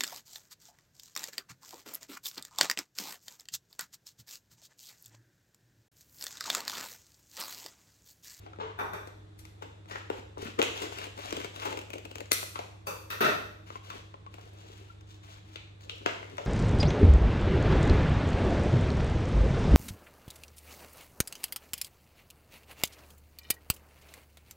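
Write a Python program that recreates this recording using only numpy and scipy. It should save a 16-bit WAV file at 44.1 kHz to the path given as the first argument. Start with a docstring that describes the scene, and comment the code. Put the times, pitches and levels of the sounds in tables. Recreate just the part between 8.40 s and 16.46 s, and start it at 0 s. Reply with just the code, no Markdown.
"""In a bare, ringing room with a low mains hum and a soft fan, someone opens a padded paper mailer.
Scissors leave a hard table, cut off the mailer's end and clatter back: noise bursts ring the steel blades
or the hard table top. Hands then turn the mailer and pull it open: noise bursts through creased paper snap
and boom like a small drum, while hiss and tiny rings make the rustle. Fingertips swish along the cut edge,
and one squeaks briefly. There are two microphones; the left one is nearer to the hands."""
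import sys
import numpy as np
from scipy import signal
from scipy.fft import rfft, irfft, next_fast_len
from scipy.io import wavfile
from scipy.ndimage import map_coordinates

SR = 44100
rng = np.random.default_rng(int(sys.argv[2]) if len(sys.argv) > 2 else 0)


def persist_wave(psi):
    """Save psi, clipped to +-1, as 16-bit WAV."""
    counts = np.round(np.clip(psi, -1, 1) * 32767).astype(np.int16)
    wavfile.write(sys.argv[1], SR, np.atleast_2d(counts).T)


N = 355446  # length of the scene in samples


def amp(db):
    """Turn decibels into a gain."""
    return 10 ** (np.asarray(db) / 20)


def unit(x):
    """Scale a sound to an rms of 1."""
    return x / np.sqrt(np.mean(x ** 2) + 1e-20)


def along(points, hz):
    """Read a curve of (f/Hz, value) points at any pitch, on a log pitch axis."""
    f, v = np.transpose(points)
    return np.interp(np.log(hz + 1), np.log(f + 1), v)


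def wobble(rate):
    """A smooth random curve with this many random points a second."""
    points = rng.standard_normal(int(N * rate / SR) + 4)
    return map_coordinates(points, [np.arange(N) * rate / SR], order=2)


def filtered(x, response):
    """Shape a sound by a response that depends on frequency."""
    n = x.shape[-1]
    padded = 2 * next_fast_len(n // 2 + 2048)
    spectrum = rfft(x, padded) * response(np.fft.rfftfreq(padded, 1 / SR))
    return irfft(spectrum, padded)[..., :n]


def causal(gain):
    """Turn a gain curve into a minimum-phase response, which rings only after the blow."""
    cepstrum = irfft(np.log(np.maximum(gain, 1e-6)))
    half = len(cepstrum) // 2
    cepstrum[1:half] *= 2
    cepstrum[half + 1:] = 0
    return np.exp(rfft(cepstrum))


def resonance(f, centre, width):
    """The response of one damped resonance."""
    return 1j * f * width / (centre * centre - f * f + 1j * f * width)


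def ringing(hz, modes):
    """A hard body rings at its own resonances, with deep valleys between them."""
    power = sum(amp(db) * np.abs(resonance(hz, centre, width)) ** 2 for centre, width, db in modes)
    return causal(power)


def grains(rate, centre_hz, scatter, cycles, spread_db, size):
    """Tiny damped rings at random moments, each with its own pitch and force; rms 1."""
    count = int(rate * N / SR)
    when, force, pitch = rng.random((count, 3)).T
    hz = centre_hz * 2 ** (scatter * np.log((pitch + .02) / (1.02 - pitch)))
    turns = hz[:, None] * np.arange(size) / SR
    # each ring falls by 60 dB in the given number of cycles; a few are much stronger
    rings = np.sin(2 * np.pi * turns) * amp(-60 * turns / cycles + spread_db * force[:, None] ** 3)
    signs = rng.choice([-1, 1], (count, 1))
    index = (when * N).astype(int)[:, None] + np.arange(size)
    return unit(np.bincount(index.ravel(), (signs * rings).ravel(), N + size)[:N])


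def add(track, s, sound):
    """Mix a sound into the track at time s."""
    start = max(round(s * SR), 0)
    part = sound[:, :N - start]
    track[:, start:start + part.shape[1]] += part


# how alike sound from all sides is at the two microphones: (f/Hz, likeness from 0 to 1)
LIKENESS = [(60, 0.81), (200, 0.87), (450, 0.51), (900, 0), (8000, 0.44)]


def diffuse(n, colour):
    """Noise from all sides: most alike at both microphones in the bass, unlike near 900 Hz."""
    def middle_and_side(hz):
        turn = np.arccos(np.clip(along(LIKENESS, hz), -1, 1)) / 2
        return amp(along(colour, hz)) * [np.cos(turn), np.sin(turn)]
    mid, side = filtered(rng.standard_normal((2, n)), middle_and_side)
    return np.array([mid + side, mid - side])


# how long the room rings at each pitch: (f/Hz, time to fall by 60 dB/s)
ROOM_DECAY = [(150, 0.53), (400, 0.65), (1200, 0.56), (3000, 0.59), (7000, 0.62), (15000, 0.55)]
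# tone colour of the ringing: (f/Hz, relative level/dB)
ROOM_COLOUR = [(150, -5.5), (400, -2.5), (1200, 0.5), (3000, 4.5), (7000, 2), (15000, -4)]
LEAD_S, LEFT_DB = .00045, 6.5  # direct sound: head start and extra level at the left microphone
WALL_S, WALL_DB = .0072, -14.5  # nearest wall: delay, and level next to the direct sound


def in_room(x, direct_db, room_db):
    """Direct sound arrives first and louder at the left; one wall echo and a fresh random tail join it."""
    hz, t, z = signal.stft(diffuse(SR * 3 // 4, ROOM_COLOUR), SR, nperseg=256)
    decay = amp(-60 * t / along(ROOM_DECAY, hz)[:, None])
    tail = signal.istft(z * decay, SR, nperseg=256)[1]
    # reflections take a moment to build up
    tail *= 1 - np.exp(-(np.arange(tail.shape[1]) / SR / 0.0013) ** 2)
    tail /= np.linalg.norm(tail[0])
    out = signal.fftconvolve(x[None], tail, axes=1) * amp(room_db) * amp([[.3], [-.3]])
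    late = filtered(x, lambda hz: np.exp(-2j * np.pi * hz * LEAD_S))
    out[:, :len(x)] += amp(direct_db) * np.array([x * amp(LEFT_DB / 2), late * amp(-LEFT_DB / 2)])
    echo = filtered(x, lambda hz: np.exp(-2j * np.pi * hz * WALL_S))
    out[:, :len(x)] += amp(direct_db + WALL_DB) * echo
    return out


RUN_UP_S, SPILL_FADE_S = .012, .03  # room left before the blow; time constant of the fade over it


def blow(body, db, boom_db, tilt_db, fizz_db, contact, boom_stretch):
    """A brief rough contact heard through a body; its bass has its own length."""
    t = np.arange(SR // 8) / SR - RUN_UP_S
    # fades what the flattened burst spills before the blow, which softens its onset
    spill_fade = np.exp(np.minimum(t, 0) / SPILL_FADE_S)

    def tilted_body(hz):
        return body(hz) * causal(amp(tilt_db * np.log2(np.clip(hz, 800, 5000) / 800)))

    bands = [  # (lowest and highest f/Hz, level next to the middle band/dB, time to fall by 60 dB/s)
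        ((90, 800), boom_db, contact * boom_stretch),
        ((800, 8000), 0, contact),
        ((8000, 16000), fizz_db, contact)]
    sound = np.zeros(len(t))
    for band, share_db, life in bands:
        burst = rng.standard_normal(len(t)) * (t > 0) * amp(-60 * np.abs(t) / life)
        force = rfft(burst)
        # many tiny slips excite all pitches evenly: flatten the burst's spectrum
        force = spill_fade * irfft(force / (np.abs(force) + 1e-12), len(t))
        bandpass = signal.butter(4, band, "bandpass", fs=SR, output="sos")
        part = signal.sosfilt(bandpass, filtered(force, tilted_body))
        sound += amp(db + share_db) * part / np.linalg.norm(part)
    return sound


def strikes(events, body, boom_stretch, direct_db, room_db):
    """Play every blow of a table in the room, which rescales its level; last columns shape the body."""
    out = np.zeros((2, N))
    for s, db, boom_db, tilt_db, fizz_db, contact, *shape in events:
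        sound = blow(lambda hz: body(hz, *shape), db, boom_db, tilt_db, fizz_db, contact, boom_stretch)
        add(out, s - RUN_UP_S, in_room(sound, direct_db, room_db))
    return out


FIZZ_PER_TILT = 2.27  # dB of fizz for each dB per octave of brightness


def fizz(base_db, tilt_db):
    """A harder contact is brighter and fizzes more: level of its top octave."""
    return base_db + FIZZ_PER_TILT * tilt_db


# tone colour of creased paper as a phone records it, dull above 8 kHz: (f/Hz, relative level/dB)
CREASE_COLOUR = [(80, -8), (150, -10.5), (205, -3), (320, 6), (470, 6.5), (620, 1), (760, -3.5), (880, 0.5),
                 (1050, -1), (1400, 1.5), (1750, -4.5), (2100, -0.5), (2800, 1), (4100, -3), (5200, -5.5),
                 (7600, -8), (8600, -26), (16000, -24)]
FOLD_DB, FOLD_OCTAVES = 3.5, .13  # greatest height and spacing of a fold's random peaks and dips
PANEL_Q = 13  # sharpness of the panel's note under a bite


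def panel(hz, note_hz, note_db, q):
    """Each fold of paper has its own uneven resonances, and one flexing panel's note stands out."""
    place = np.log2(np.maximum(hz, 200) / 200) / FOLD_OCTAVES
    folds = FOLD_DB * np.tanh(map_coordinates(rng.standard_normal(size=64), [place], order=2))
    note = 1 + (amp(note_db) - 1) * resonance(hz, note_hz, note_hz / q)
    return causal(amp(along(CREASE_COLOUR, hz) + folds)) * note


# steady mains hum: (f/Hz, rms level/dB)
MAINS_HUM = [(100.15, -52.5)]
# lines of the fan motor, around which they waver: (f/Hz, peak level/dB)
FAN_LINES = [(75.2, -63), (149.6, -70)]
# tone colour of the fan's rush of air: (f/Hz, relative level/dB)
AIR_COLOUR = [(15, -45.5), (25, -32), (50, -4.5), (75, -4.5), (108, -8), (137, -15.5), (185, -10),
              (275, -23.5), (317, -4), (355, -19), (410, -15.5), (516, -22), (1890, -30), (3080, -35.5),
              (3520, -28), (5140, -42), (7510, -42), (16000, -65.5)]
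FAN_WAVER_DB = 1.5


def room_tone():
    """Steady mains hum, the wavering lines of a fan motor and its soft rush of air."""
    t = np.arange(N) / SR
    hum = sum(amp(db + 3.0) * np.sin(2 * np.pi * hz * t) for hz, db in MAINS_HUM)  # rms to peak: +3 dB
    fan = np.zeros(N)
    for hz, db in FAN_LINES:
        level = amp(db + FAN_WAVER_DB * wobble(3.6))
        fan += level * np.sin(2 * np.pi * hz * t + .5 * wobble(2.8))
    rush = amp(-57.5) * unit(diffuse(N, AIR_COLOUR))
    return (hum + fan) * amp([[-.3], [.3]]) + rush


# strokes of fingers or blades along the paper, levels before mixing:
# (start t/s, length/s, rustle level/dB, hollow boom level/dB)
PAPER_STROKES = [(0.0, 0.067, -62.5, -51), (1.476, 0.112, -50.5, -41), (1.717, 0.081, -52.5, -43.5),
                 (1.973, 0.14, -51, -35.5), (2.012, 0.068, -48.5, -48), (2.348, 0.124, -41.5, -54),
                 (2.509, 0.15, -45.5, -39.5), (2.751, 0.31, -46.5, -35.5), (2.814, 0.044, -52.5, -55),
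                 (3.125, 0.21, -47.5, -37), (3.196, 0.074, -46.5, -52), (3.489, 0.26, -66, -45),
                 (5.256, 0.12, -54, -46), (5.421, 0.19, -54.5, -46), (5.906, 0.19, -63, -48),
                 (6.093, 0.34, -62, -47.5), (6.436, 0.097, -63, -62.5), (6.815, 0.17, -59, -60),
                 (7.042, 0.095, -65, -60.5), (7.37, 1, -61, -44), (7.66, 0.04, -83.5, -66),
                 (7.88, 0.15, -97, -71)]
# tone colour of the sliding hiss as a phone records it, duller above 8 kHz: (f/Hz, relative level/dB)
PAPER_COLOUR = [(88, -44), (150, -24), (422, -10.5), (524, -42.5), (624, 10), (702, -1), (871, -3),
                (1060, -4.5), (1420, -11.5), (2920, -10.5), (5150, -19), (7470, -20), (8730, -32.5),
                (11700, -27), (16000, -36.5)]
STROKE_RISE_SHARE, STROKE_RELEASE_S = 0.13, 0.0053  # rise as a share of the stroke; fade at lift-off
UNEVEN_DB, UNEVEN_RATE = 2.0, 45  # uneven hand: depth, random points a second
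CRACKLE_SHARE = 0.5  # gain of the sparse sharp crackles heard under any touch


def rustle():
    """Fingers and blades work the paper: hiss, crunching fibres and slower jerks drumming on the mailer."""
    t = np.arange(N) / SR
    fine, hollow = np.zeros(N), np.zeros(N)
    for s, length, rustle_db, boom_db in PAPER_STROKES:
        rise = np.clip((t - s) / (STROKE_RISE_SHARE * length), 0, 1)
        release = np.clip(1 - (t - s - length) / STROKE_RELEASE_S, 0, 1)
        fine += rise * release * amp(rustle_db)
        hollow += rise * release * amp(boom_db)
    # a firm grip sticks and crunches, a light touch mostly slides
    firmness = fine / (fine + amp(-46.5))
    grip = unit(amp(0.88 * firmness * wobble(90) + UNEVEN_DB * wobble(UNEVEN_RATE)))

    def hiss_colour(hz):
        without_bass = 1 / (1 + (850 / (hz + 1)) ** 4)
        return amp(along(PAPER_COLOUR, hz)) * without_bass

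    hiss = unit(filtered(rng.standard_normal(N), hiss_colour))
    fibres = grains(rate=520, centre_hz=2400, scatter=.5, cycles=10, spread_db=15, size=512)
    jerks = grains(rate=110, centre_hz=423.0, scatter=0.23, cycles=16.0, spread_db=13.0, size=2048)
    crackles = grains(rate=70, centre_hz=3800, scatter=0.6, cycles=4, spread_db=14, size=256)
    crunch = np.sqrt(1 - firmness ** 2) * hiss + firmness * fibres + CRACKLE_SHARE * crackles
    sound = grip * (fine * crunch + amp(-12.0) * hollow * jerks)
    return in_room(sound, direct_db=-4, room_db=-7)[:, :N]


# paper buckles, scuffs or drops, in the hands, under the blades or on the table:
# (t/s, level/dB, boom/dB, brightness/dB per octave, contact/s,
# panel note f/Hz, strength of that note/dB, its sharpness Q)
PAPER_SNAPS = [(0.063, -20.5, 3, -7.5, 0.025, 706, 15, 12), (0.206, -20, -15, -8, 0.035, 3980, 19, 5.2),
               (0.199, -4.5, -5, -11.5, 0.36, 445, 14, 12), (1.51, -10, -4.5, -4, 0.11, 1860, 12, 20),
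               (1.556, -9, -7.5, -7.5, 0.018, 1660, 11.5, 14), (2.217, 3, -18, -4, 0.0024, 3100, 15, 1.1),
               (2.24, -19, 6, -3, 0.06, 3900, 13, 4), (4.156, -8.5, -9, -4.5, 0.037, 1160, 8, 5),
               (4.19, -12, 2.5, -2, 0.0096, 738, 15, 6), (5.501, -12, -28, -3, 0.045, 1140, 13, 13),
               (7.158, -17.5, -5, -6, 0.0097, 2530, 12, 6), (7.159, -16, -14, -1.5, 0.0064, 3560, 14, 12),
               (7.496, -9.5, -15, -3, 0.004, 3170, 17, 2.5), (7.661, 2, -2, -5, 0.0069, 1550, 7, 3.6),
               (7.665, -16, 8, -19, 0.032, 700, 24, 10), (7.676, -15, -5, -3, 0.031, 1160, 15, 4.4),
               (7.69, -14, -14, -8, 0.13, 2150, 29, 7.6), (7.829, -17.5, -8, -11.5, 0.0097, 2140, 13, 6),
               (7.982, -6.5, -9, -6, 0.0088, 614, 16, 8.6), (7.992, -18.5, 8, -9, 0.035, 617, 23, 7)]
SNAP_FIZZ_DB = -14  # before brightness is added


def paper_snaps():
    """Creased paper cracks or scuffs, one of its panels rings briefly and the air in the mailer booms."""
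    snaps = [(s, db, boom, tilt, fizz(SNAP_FIZZ_DB, tilt), contact, *note)
             for s, db, boom, tilt, contact, *note in PAPER_SNAPS]
    return strikes(snaps, panel, boom_stretch=2.6, direct_db=-4.0, room_db=-5.5)


# fingertips tap the mailer: (t/s, level/dB, boom/dB, panel note f/Hz)
FINGER_TAPS = [(0.133, -25, -6, 1290), (0.187, -34.5, 16, 202), (4.029, -14.5, -6, 607),
               (5.303, -19.5, -4, 1200), (5.356, -16.5, -8, 1064), (5.741, -22, -4, 1050),
               (5.864, -21.5, -14, 1110), (5.983, -27.5, 0, 764)]
TAP_TILT_DB, TAP_FIZZ_DB, TAP_CONTACT_S = -7, -38, 0.0097  # tilt is per octave
TAP_NOTE_DB, TAP_Q = 15, 18


def finger_taps():
    """Soft fingertips give a short, dull blow that sets a paper panel ringing."""
    taps = [(s, db, boom, TAP_TILT_DB, TAP_FIZZ_DB, TAP_CONTACT_S, hz, TAP_NOTE_DB, TAP_Q)
            for s, db, boom, hz in FINGER_TAPS]
    return strikes(taps, panel, boom_stretch=1.6, direct_db=0, room_db=-7)


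# the blades slide and click together: (t/s, level/dB, thump/dB, brightness/dB per octave, contact/s)
BLADE_CLICKS = [(0.161, -33, -18, -10, 0.0054), (0.534, -31, -11, 1, .006), (0.673, -25.5, 6, -4, 0.025),
                (0.99, -28, -21, 1.5, 0.077), (1.053, -27.5, -16, -2, 0.0052), (1.458, -33, 1, -9, 0.0052),
                (3.914, -9, -10, -6, 0.0045), (3.918, 4.5, -8, 0, 0.0064), (3.929, -12, -15, 7, 0.052),
                (4.618, -37, -15, 0, .012), (7.97, -25.5, -14, -5, 0.0071)]
# the steel blades' resonances: (f/Hz, width/Hz, relative level/dB)
BLADE_MODES = [(421, 540, 3.5), (1320, 530, 2), (2040, 160, 6), (2476, 280, 2), (3420, 800, -6),
               (4200, 810, -1), (5780, 500, -1), (7700, 960, 0), (9960, 1900, -1), (12700, 2100, 0.5),
               (6000, 9400, -7)]
SNIP_FIZZ_DB = -3.5  # before brightness is added


def snips():
    """The blades slide or click against each other, and the steel rings."""
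    clicks = [(s, db, thump, tilt, fizz(SNIP_FIZZ_DB, tilt), contact)
              for s, db, thump, tilt, contact in BLADE_CLICKS]
    return strikes(clicks, lambda hz: ringing(hz, BLADE_MODES),
                   boom_stretch=2.3, direct_db=-2.5, room_db=-6.0)


# the scissors knock on the table:
# (t/s, level/dB, thump/dB, brightness/dB per octave, fizz/dB, contact/s, how they touch)
TABLE_KNOCKS = [(0.389, -3, -7.5, -3, -21, 0.038, "lifted"), (0.412, -8.5, 0.5, -8.5, -30, 0.036, "lifted"),
                (0.534, -10.5, 0.5, 0, -15.5, 0.023, "lifted"), (4.47, -7.5, 0, 2, -5.5, 0.013, "set down"),
                (4.703, -7, -8, 0.5, -7, 0.0086, "dropped"), (4.722, -13, -1.5, -2, -26, .014, "set down"),
                (4.807, 2, 2, -3, -11, 0.009, "dropped"), (4.813, 3, -2, -3, -13, 0.014, "dropped"),
                (4.845, 4, -3, -3, -30, 0.017, "dropped"), (4.862, -1.5, -3, -5.5, -27, 0.0064, "dropped"),
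                (4.876, -7, 0.5, -7, -23, 0.007, "dropped")]
# table and scissors ring together, in a way that depends on the touch:
# (f/Hz, width/Hz, then relative level/dB if lifted, set down, dropped)
TABLE_MODES = [(156, 103, -10, -6.5, -4.5), (284, 420, -13.5, -34, -5.5), (413, 71, -1.5, -4.5, -0.5),
               (524, 97, -22, 0.5, -46), (622, 63, -8, -11, -3), (927, 290, -7, -6.5, -41),
               (1180, 250, -14, -5, -36), (1350, 264, -13.5, -12, -4.5), (1513, 150, -9.5, -22, -22),
               (1857, 250, -15.5, -28, -11), (2370, 150, -15.5, -15, -20), (2630, 144, -23, -8.5, -12),
               (3600, 340, -20, -23.5, -25), (3800, 2000, -65, -42, -20.5), (4630, 240, -31, -15.5, -39),
               (5770, 430, -26, -22, -24), (6350, 450, -36, -23, -31), (7600, 870, -37, -23.5, -31),
               (9950, 1400, -52, -19, -37), (11700, 1280, -39, -23, -37), (13600, 3400, -38, -12, -22.5)]
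# ways of touching, in the order of those level columns: (name)
TOUCH_NAMES = ["lifted", "set down", "dropped"]


def knocks():
    """The scissors strike the table top, which radiates mostly into the room."""
    def top(hz, touch):
        column = TOUCH_NAMES.index(touch)
        modes = [(centre, width, levels[column]) for centre, width, *levels in TABLE_MODES]
        return ringing(hz, modes)
    return strikes(TABLE_KNOCKS, top, boom_stretch=0.83, direct_db=-9.5, room_db=.5)


# separate fibres part under the blades or fingers: (t/s, level/dB, boom/dB, panel note f/Hz)
PARTING_FIBRES = [(1.052, -27, -16, 2290), (2.376, -16, -8, 5640), (2.586, -14, -7, 2760),
                  (2.641, -18, -5, 2700), (2.668, -25, 10, 2400), (2.777, -22.5, 2.5, 880),
                  (2.907, -15, -11, 6100), (2.944, -32, -11, 3080), (2.967, -12, 3, 3270),
                  (3.001, -17, 5, 2500), (3.045, -13.5, 1.5, 2190), (3.162, -17, -14.5, 3780),
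                  (3.201, -22.5, -2.5, 2190), (3.307, -18.5, 2, 2710), (3.326, -15, 3, 2720),
                  (3.373, -14, 3, 2530), (3.39, -15.5, 1, 2700), (3.414, -21.5, -4, 2740),
                  (3.503, -18.5, -0.5, 2500), (3.533, -16, -5, 2700), (3.537, -15.5, 2.5, 2297),
                  (3.555, -24.5, 14, 2600), (3.582, -20.5, 2.5, 2960), (3.652, -17.5, 1, 2570),
                  (3.713, -21, 2, 2900), (3.756, -14.5, -3, 2530), (3.783, -19, 0.5, 3170),
                  (3.805, -15, 4, 2080), (3.857, -27, -12, 7030), (5.502, -23, -7, 2500),
                  (5.941, -24, 0, 2560), (6.012, -31, -12, 6300), (6.609, -33, -20, 6200),
                  (7.408, -33, -16, 4270), (7.433, -43, -15, 2970)]
TICK_TILT_DB, TICK_FIZZ_DB, TICK_CONTACT_S = -2, -9.5, 0.016  # tilt is per octave
TICK_NOTE_DB, TICK_Q = 9, 12


def fibre_ticks():
    """Each parting fibre plucks the taut paper: a short, dry tick."""
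    ticks = [(s, db, boom, TICK_TILT_DB, TICK_FIZZ_DB, TICK_CONTACT_S, hz, TICK_NOTE_DB, TICK_Q)
             for s, db, boom, hz in PARTING_FIBRES]
    return strikes(ticks, panel, boom_stretch=3, direct_db=-3, room_db=-10)


# the blades catch and bite into the padded edge:
# (t/s, level/dB, boom/dB, brightness/dB per octave, contact/s, panel note f/Hz)
BLADE_BITES = [(1.222, -14.5, 1, -7, 0.05, 464), (1.701, -8.5, 7.5, -8, 0.0056, 456),
               (1.972, -18.5, 7, -12.5, 0.022, 425), (2.19, -2.5, 4.5, -7.5, 0.014, 483),
               (2.195, -3.5, 8, -7, 0.016, 274), (2.227, -4.5, 3.5, -1.5, 0.0053, 410),
               (2.418, -9, 6, -2.5, 0.09, 400), (2.926, -8.5, 5.5, -4, 0.0081, 356),
               (3.22, -9, -6, -6.5, 0.09, 600), (3.252, -4.5, -2, -6, 0.079, 850),
               (3.267, -8.5, -1.5, -16, 0.038, 870), (3.325, -19.5, 9, -12.5, 0.059, 610)]
BITE_FIZZ_DB, BITE_NOTE_DB = -1, 8  # fizz before brightness is added; strength of the panel note


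def blade_bites():
    """The blades jerk the padded edge, so a paper panel cracks, rings and booms."""
    bites = [(s, db, boom, tilt, fizz(BITE_FIZZ_DB, tilt), contact, hz, BITE_NOTE_DB, PANEL_Q)
             for s, db, boom, tilt, contact, hz in BLADE_BITES]
    return strikes(bites, panel, boom_stretch=2.6, direct_db=-4.0, room_db=-5.5)


# fingertips skim along the cut edge:
# (start t/s, length/s, level at the height of the swell/dB before the room)
EDGE_SWIPES = [(5.432, 0.084, -56), (6.0, 0.078, -63), (6.144, 0.11, -60.5), (6.22, 0.21, -60),
               (6.662, 0.13, -57.5), (6.824, 0.051, -57.5), (6.87, 0.099, -56), (7.112, 0.07, -59),
               (7.398, 0.068, -57)]
# tone colour of the swish as a phone records it, dull above 8 kHz: (f/Hz, relative level/dB)
EDGE_COLOUR = [(300, -28), (1000, 1), (2000, -4.5), (3500, 2.5), (5200, -5), (7500, -2.5), (8700, -18.5),
               (16000, -18)]


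def swipes():
    """A fingertip flicks the edge's fibres at random moments: a grainy swish that swells and fades."""
    t = np.arange(N) / SR
    swell = sum(amp(db) * np.sin(np.pi * np.clip((t - s) / length, 0, 1)) for s, length, db in EDGE_SWIPES)
    hits = rng.random(N) < 1500 / SR  # about 1500 flicks a second
    flicks = hits * rng.standard_normal(N) * amp(2.5 * wobble(70))
    swish = unit(filtered(flicks, lambda hz: causal(amp(along(EDGE_COLOUR, hz)))))
    return in_room(swell * swish, direct_db=-3, room_db=-8)[:, :N]


# a fingertip squeaks on the glossy label: (t/s, length/s, f/Hz, peak level/dB before the room)
LABEL_SQUEAKS = [(6.496, 0.018, 1373, -49.5)]
SQUEAK_WAVER = 0.012  # share of the pitch


def squeaks():
    """Skin sticks and slips at a nearly steady rate: a tiny whistle that hangs in the room."""
    t = np.arange(N) / SR
    sound = np.zeros(N)
    for s, length, hz, db in LABEL_SQUEAKS:
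        phase = 2 * np.pi * np.cumsum(hz * (1 + SQUEAK_WAVER * wobble(150))) / SR
        swell = np.sin(np.pi * np.clip((t - s) / length, 0, 1)) ** 2
        sound += amp(db) * swell * np.sin(phase)
    return in_room(sound, direct_db=1, room_db=-10)[:, :N]


def scene():
    """Paper, scissors, fingers and the room together."""
    paper = rustle() + paper_snaps() + finger_taps() + fibre_ticks() + blade_bites()
    scissors = snips() + knocks()
    return room_tone() + paper + scissors + swipes() + squeaks()


# widening of the stereo image, strongest near 500 Hz: (f/Hz, gain of the left-right difference/dB)
STEREO_WIDTH = [(100, 0), (250, 1), (500, 5.5), (1100, 3.5), (2200, 3.5), (5000, 2)]
TOP_HZ = 16000  # band limit


def record(dry):
    """The recorder widens the stereo image and cuts steeply above its band limit."""
    mid = (dry[0] + dry[1]) / 2
    side = filtered((dry[0] - dry[1]) / 2, lambda hz: amp(along(STEREO_WIDTH, hz)))
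    stereo = np.array([mid + side, mid - side])
    return filtered(stereo, lambda hz: 1 / (1 + (hz / TOP_HZ) ** 120))


dry = scene()
out = record(dry)
persist_wave(out)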